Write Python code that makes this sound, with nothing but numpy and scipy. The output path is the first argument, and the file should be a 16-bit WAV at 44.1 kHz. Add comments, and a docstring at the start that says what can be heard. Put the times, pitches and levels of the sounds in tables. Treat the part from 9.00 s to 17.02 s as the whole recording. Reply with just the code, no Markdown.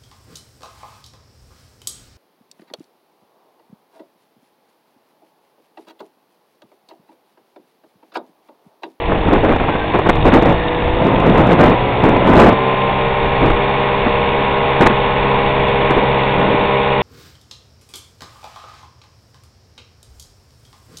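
"""A small two-stroke moped engine pulls up a country hill, heard from the saddle; it gains speed, then holds.
One firing a turn makes a harmonic series, which slides through the resonances of pipe and casing. Gears whine,
the casing clatters, a loose fitting rings under impacts, and a thin squeal sounds at low revs. Turbulent air
rushes and rumbles, the tyres hiss, and gusts overload the microphone."""
import sys
import numpy as np
from scipy import signal
from scipy.fft import rfft, irfft, next_fast_len
from scipy.io import wavfile
from scipy.ndimage import uniform_filter1d

SR = 44100
rng = np.random.default_rng(int(sys.argv[2]) if len(sys.argv) > 2 else 0)


def persist_wave(psi):
    """Save psi, clipped to +-1, as 16-bit WAV."""
    counts = np.round(np.clip(psi, -1, 1) * 32767).astype(np.int16)
    wavfile.write(sys.argv[1], SR, np.atleast_2d(counts).T)


N = 353682
TIME = np.arange(N) / SR
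TICKS = TIME[::40]  # coarse clock for slow controls

# Levels in all tables are relative: each source applies its own gain.
# rotation rate of the crankshaft, equal to the firing rate: t/s, f/Hz
CRANK_SPEED = [(0.0, 52.4), (0.6, 50.3), (0.9, 51.45), (1.52, 54.15), (1.84, 53.95), (2.08, 56.2),
               (2.72, 60.5), (3.2, 62.95), (3.8, 65.25), (4.7, 67.28), (5.8, 67.28), (6.08, 67.15),
               (6.6, 67.7), (7.36, 66.92), (7.6, 67.15), (8.02, 66.85)]
# gusts at the microphone: t/s, peak level/dB, length/s
GUSTS = [(0.122, -9.5, 0.0022), (0.138, -15, 0.066), (0.303, -13.5, 0.088), (0.355, -10, 0.044),
         (0.451, -9.5, 0.025), (0.51, -9, 0.036), (0.563, -13, 0.0055), (0.606, -14.5, 0.016),
         (0.644, -17, 0.014), (0.692, -12.5, 0.012), (0.755, -13.5, 0.0061), (0.953, -9.5, 0.02),
         (0.994, -9, 0.004), (1.044, -10, 0.002), (1.067, -8, 0.0086), (1.096, -1.5, 0.009),
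         (1.272, -4.5, 0.028), (1.354, -3.5, 0.04), (1.427, -7.5, 0.008), (1.481, -9.5, 0.055),
         (2.116, -12.5, 0.16), (2.286, -8.5, 0.064), (2.408, -7, 0.081), (2.522, -8, 0.044),
         (2.629, -3, 0.06), (2.716, -10.5, 0.031), (3.06, -7.5, 0.038), (3.156, -11.5, 0.08),
         (3.332, -6, 0.11), (3.426, 0, 0.078), (4.445, -10, 0.049), (4.505, -8, 0.0063),
         (5.069, -10.5, 0.011), (5.823, -5.5, 0.022), (5.868, -2.5, 0.01), (5.906, -12.5, 0.018),
         (6.913, -10.5, 0.014), (6.977, -11.5, 0.012), (7.028, -19.5, 0.03), (7.467, -17.5, 0.17)]
# spectral density of small eddies: f/Hz, level/dB
RUSH_SPECTRUM = [(50, -5.5), (110, -0.5), (280, 2), (600, 0), (1000, -4.5), (1400, -11.5), (2200, -16),
                 (3500, -28), (4400, -40.5)]


def exhaust(turns, flutter, uneven_db):
    """Source and filter: each harmonic of the slightly uneven firing swells as it crosses a resonance."""
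    # harmonics of the firing at full load: order, level/dB
    harmonics = [(1, -38), (2, -25.5), (3, -30), (4, -37.5), (5, -41.5), (6, -25.5), (7, -28.5), (8, -32.5),
                 (9, -26.5), (10, -35.5), (11, -41), (12, -28.5), (13, -32), (14, -40.5), (15, -42.5),
                 (16, -30), (17, -41.5), (18, -37.5), (19, -40), (20, -43), (21, -43), (22, -38), (23, -47),
                 (24, -52.5), (25, -45), (26, -44.5), (27, -45.5), (28, -57.5), (29, -51), (30, -55.5),
                 (31, -48.5), (32, -41.5), (33, -37), (34, -46), (35, -49), (36, -37.5), (37, -46),
                 (38, -54.5), (39, -46.5), (40, -55.5), (41, -45.5), (42, -52)]
    # pipe and casing resonances: f/Hz, half width/Hz, gain/dB
    resonances = [(482.6, 18, 5.5), (660, 8, -2), (1025, 28, 10.5), (1160, 11, 1.5)]
    speed, = in_time(CRANK_SPEED, TICKS)
    pressure = 0
    for order, db in harmonics:
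        lift_db = sum(peak / (1 + ((order * speed - hz) / width) ** 2) for hz, width, peak in resonances)
        gain = from_db(db + lift_db) * (1 + flutter * drift(2.8, TICKS))
        phase = 2 * np.pi * (order * turns + rng.random())
        pressure += np.interp(TIME, TICKS, gain) * np.cos(phase)
    load_db = -4 * shortfall() ** 2
    return np.sqrt(2) * pressure * from_db(load_db + uneven_db * drift(42))


def gear_whine(speed, level_db, drop_db):
    """Tooth meshing: tones blurred by backlash, two between the harmonics and one that settles onto the 29th,
    grow as the drive takes up load."""
    # transmission tones: multiple of drive speed, level/dB, rms pitch wander/Hz
    mesh_tones = [(7.26, -32.5, 2.6), (14.54, -31.5, 4.12), (29, -43, 4.5)]
    # slip of the drive until the moped is up to speed: t/s, fraction of crank speed lost
    drive_slip = [(2, .06), (3.9, .025), (4.6, .009), (5.9, 0)]
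    slip, = in_time(drive_slip)
    turns = np.cumsum(speed * (1 - slip)) / SR
    whine = 0
    for ratio, db, wander_hz in mesh_tones:
        backlash = np.cumsum(wander_hz * drift(9)) / SR
        whine += from_db(db) * np.sin(2 * np.pi * (ratio * turns + backlash))
    return np.sqrt(2) * from_db(level_db - drop_db * shortfall() ** 2) * whine


def clatter(turns, level_db, throb_db, grain_db):
    """Amplitude modulation: casing noise pulses with every turn, in grains of uneven strength."""
    # spectral density of piston, chain and intake noise: f/Hz, level/dB
    spectrum = [(250, -11.5), (450, -9), (680, 1.5), (880, 5.5), (1060, 3), (1220, -12), (1550, -17),
                (1850, -5.5), (2500, -3), (2850, -5.5), (3130, -12.5), (3400, -6.5), (3650, -11),
                (3950, -22.5), (4400, -31)]
    pulsing = from_db(throb_db * np.cos(2 * np.pi * turns) + grain_db * drift(200))
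    return from_db(level_db) * noise(spectrum, pulsing)


def loose_fitting(turns, knock_db, uneven_db, limp_db, jitter_s, contact_hz):
    """Impacts excite modes: a fitting taps once a turn, and bumps in the road knock it harder."""
    # strength of the steady tapping: t/s, level/dB
    tapping = [(0, -28), (.9, -25.5), (1.25, -19), (2.1, -24.5), (4.0, -23), (4.7, -22)]
    # knocks from the road: t/s, level/dB
    knocks = [(1.2121, -19), (1.6811, -13.5), (2.2957, -16), (2.5167, -15), (3.3648, -12), (5.8197, -9)]
    # modes of the fitting: f/Hz, level/dB, T60/s
    modes = [(2200, -11, 0.018), (2860, -6, 0.018), (3360, -14, 0.026), (3620, -3, 0.019),
             (3719, -3.5, 0.02)]
    tapping_db, = in_time(tapping)
    taps = np.flatnonzero(np.diff(np.floor(turns)))
    strength, lateness = rng.standard_normal((len(taps), 2)).T
    onsets = np.clip(taps + (lateness * jitter_s * SR).astype(int), 0, N - 1)
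    weak = np.arange(len(taps)) % 2  # strong and weak taps alternate
    clicks = np.zeros(N)
    clicks[onsets] = from_db(tapping_db[taps] + uneven_db * strength - limp_db * weak)
    for t, db in knocks:
        clicks[int(t * SR)] += from_db(db + knock_db)
    # the contact is soft, and neighbouring modes start in antiphase
    force = low_pass(clicks + 1e-18, contact_hz, order=8, ripple_db=.5)
    return sum((-1) ** k * from_db(db) * ring(force, hz, t60) for k, (hz, db, t60) in enumerate(modes))


def squeal(start_hz, rise_hz_per_s):
    """Frequency modulation: a thin rising tone chirps twice, then turns hoarse as its pitch jitters more."""
    # squeals at low revs: t/s, peak level/dB, length/s, rms pitch wander/Hz
    squeals = [(.735, -29, .025, 23.9), (.82, -27.5, 0.026, 22), (.92, -40, 0.083, 35),
               (1.65, -32, .22, 75)]
    *_, wander_hz = in_time(squeals)
    glide_hz = start_hz + rise_hz_per_s * (TIME - squeals[0][0])
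    phase = 2 * np.pi * np.cumsum(glide_hz + wander_hz * drift(60)) / SR
    return np.sqrt(2) * envelope(swells(squeals)) * np.sin(phase)


def wind_gusts(buffet_db, slap_db, ragged_db, lumpy_db):
    """Turbulence at the microphone port: the shorter a gust, the smaller its eddies and the brighter it is."""
    # spectral density of long gusts: f/Hz, level/dB
    buffet_spectrum = [(40, -16.5), (100, -0.5), (170, 5), (350, 1), (600, -1.5), (1000, -8.5), (1500, -18),
                       (2300, -30.5), (3500, -30.5), (4400, -60)]
    # spectral density of short gusts: f/Hz, level/dB
    slap_spectrum = [(80, -6), (300, 4), (800, -2), (1400, -10), (2400, -16.5), (4400, -45.5)]
    powers = swells(GUSTS, front=4.6, tail=1.94)  # a gust arrives more steeply than it leaves
    length_s = np.array(GUSTS)[:, 2:]
    slap_share = 1 / (1 + (length_s / 0.033) ** 2)
    buffet = evened(noise(buffet_spectrum), span_s=0.013) * from_db(buffet_db + ragged_db * drift(90))
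    lumps = from_db(lumpy_db * drift(300))
    slap = evened(noise(slap_spectrum, lumps), span_s=0.0073) * from_db(slap_db)
    return buffet * envelope(powers * (1 - slap_share)) + slap * envelope(powers * slap_share)


def wind_rumble(level_db, floor_db, wake_db):
    """Incoherent sources add in power: big slow eddies and the wakes of gusts rumble over a steady floor."""
    # big eddies rolling over the microphone: t/s, peak level/dB, length/s
    eddies = [(.33, -18, 0.44), (1.2, -12, 0.076), (1.42, -19, 0.3), (1.92, -16, 0.09), (2.3, -22, 0.17),
              (2.9, -26, .35), (4.25, -23.5, 0.31), (4.5, -16.5, 0.11), (5.15, -26, 0.35),
              (6.45, -26, 0.79)]
    # spectral density of big eddies: f/Hz, level/dB
    spectrum = [(12, -3.5), (25, 4.5), (50, 1), (90, -4), (150, -8), (300, -43)]
    wakes = from_db(wake_db) * envelope(swells(GUSTS))
    heave = np.sqrt(from_db(floor_db) ** 2 + envelope(swells(eddies)) ** 2 + wakes ** 2)
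    return from_db(level_db) * heave * evened(noise(spectrum), span_s=0.23)


def air_rush(flicker_db):
    """Flow noise: many small eddies merge into a continuous, flickering rush."""
    # strength of the rush: t/s, level/dB
    rush_levels = [(0, -32), (.85, -23), (2.85, -20), (4.8, -25), (7.2, -22.5), (8.02, -27)]
    rush_db, = in_time(rush_levels)
    return from_db(rush_db) * noise(RUSH_SPECTRUM, from_db(flicker_db * drift(74)))


def tyre_hiss(level_db, drop_db):
    """Rolling noise: the tyres hiss louder as the speed builds."""
    # spectral density of the tyre noise: f/Hz, level/dB
    spectrum = [(500, -5.5), (900, -6), (1300, -4), (1700, -1), (2400, -8), (4000, -23)]
    return from_db(level_db - drop_db * shortfall()) * noise(spectrum)


def eddy_pops(per_s, level_db, spread_db):
    """Shot noise: lone eddies burst on the port at random, fading as the airflow steadies at full speed."""
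    sizes = from_db(spread_db * np.minimum(rng.exponential(1, N), 3))
    bursts = (rng.random(N) < per_s / SR) * sizes
    return from_db(level_db) * coloured(bursts, RUSH_SPECTRUM) * shortfall()


def shortfall():
    """How far the engine is below full speed: 1 at its lowest revs, 0 at its highest."""
    speed, = in_time(CRANK_SPEED)
    return (speed.max() - speed) / np.ptp(speed)


def from_db(db):
    """Amplitude ratio of a level."""
    return 10 ** (np.asarray(db) / 20)


def rms_one(x):
    """Normalisation to unit power."""
    return x / np.sqrt(np.mean(x ** 2) + 1e-20)


def in_time(rows, times=TIME):
    """Linear interpolation of each column against the first, t/s."""
    t, *columns = np.transpose(rows)
    return [np.interp(times, t, column) for column in columns]


def drift(corner_hz, times=TIME):
    """Random fluctuation of rms 1: noise through a two-pole low-pass."""
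    pole = np.exp(-2 * np.pi * corner_hz * TICKS[1])
    settling = 2000
    slow = signal.lfilter([1], [1, -2 * pole, pole * pole], rng.standard_normal(len(TICKS) + settling))
    return np.interp(times, TICKS, rms_one(slow[settling:]))


def coloured(x, spectrum):
    """Spectral shaping of an excitation to rms 1, with nothing above the spectrum's last frequency."""
    hz, db = np.transpose(spectrum)
    size = next_fast_len(N, True)
    bins = np.maximum(np.fft.rfftfreq(size, 1 / SR), 1)
    gain = from_db(np.interp(np.log(bins[bins <= hz[-1]]), np.log(hz), db))
    return rms_one(irfft(rfft(x, size)[:len(gain)] * gain, size)[:N])


def noise(spectrum, modulation=1):
    """Gaussian noise, modulated in amplitude and then coloured; rms 1."""
    return coloured(modulation * rng.standard_normal(N), spectrum)


def evened(x, span_s):
    """Division by the running rms takes the slow swells out of a noise."""
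    return x / np.sqrt(uniform_filter1d(x * x, int(span_s * SR)) + 1e-9)


def swells(rows, front=2, tail=2):
    """Power of each swell (t/s, level/dB, length/s) on the coarse clock; front and tail set steepness."""
    t, db, length = np.transpose(rows)[:3, :, None]
    age = np.sqrt(2) * (TICKS - t) / length
    steepness = np.where(age < 0, front, tail)
    return from_db(db) ** 2 * np.exp(-np.minimum(np.abs(age), 8) ** steepness)


def envelope(powers):
    """Amplitude of overlapping swells, whose powers add."""
    return np.interp(TIME, TICKS, np.sqrt(powers.sum(axis=0)))


def ring(force, hz, t60):
    """Damped oscillator: a unit impulse starts a decaying sine of height 1."""
    decay = from_db(-60 / (t60 * SR))
    step = 2 * np.pi * hz / SR
    return signal.lfilter([0, np.sin(step)], [1, -2 * decay * np.cos(step), decay ** 2], force + 1e-18)


def low_pass(x, hz, order, ripple_db):
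    """Steep low-pass filter with an equiripple passband."""
    return signal.sosfilt(signal.cheby1(order, ripple_db, hz, fs=SR, output="sos"), x)


def saturate(x, top, hardness):
    """Soft clipping: peaks flatten at top; the higher the hardness, the sharper the corner."""
    return x / (1 + np.abs(x / top) ** hardness) ** (1 / hardness)


def scene():
    """Superposition: machine and wind add at one microphone, and the crank times the engine's sounds."""
    speed, = in_time(CRANK_SPEED)
    turns = np.cumsum(speed + .09 * drift(12)) / SR
    casing = gear_whine(speed, level_db=4.5, drop_db=17.5)
    casing += clatter(turns, level_db=-20, throb_db=0.5, grain_db=1.5)
    casing *= from_db(-3.5 * shortfall() ** 0.44)  # quieter at low revs
    engine = exhaust(turns, flutter=0.16, uneven_db=-0.48) + casing
    engine *= from_db(0.34 * (TIME - TIME[-1]) + .5)  # it works harder the longer the climb lasts
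    machine = engine + loose_fitting(turns, knock_db=0.5, uneven_db=1.56, limp_db=3.5,
                                     jitter_s=0.0005, contact_hz=4130)
    machine += squeal(start_hz=1554, rise_hz_per_s=205)
    air = wind_rumble(level_db=-0.5, floor_db=-32.5, wake_db=-14) + air_rush(flicker_db=1)
    tyres = tyre_hiss(level_db=-28, drop_db=32.5)
    air += wind_gusts(buffet_db=-1.74, slap_db=1, ragged_db=4, lumpy_db=5)
    air += eddy_pops(per_s=55, level_db=-29, spread_db=10)
    return (machine + air + tyres)[None]


def record(dry):
    """Overload distortion: the preamplifier rounds peaks; the filter's overshoots clip and spit treble."""
    rounded = saturate(dry, top=0.76, hardness=10.7)
    narrow = low_pass(rounded, hz=4360, order=10, ripple_db=.3)
    clipped = saturate(narrow, top=0.73, hardness=320)
    return low_pass(clipped, hz=15900, order=12, ripple_db=.1)


dry = scene()
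out = record(dry)
persist_wave(out)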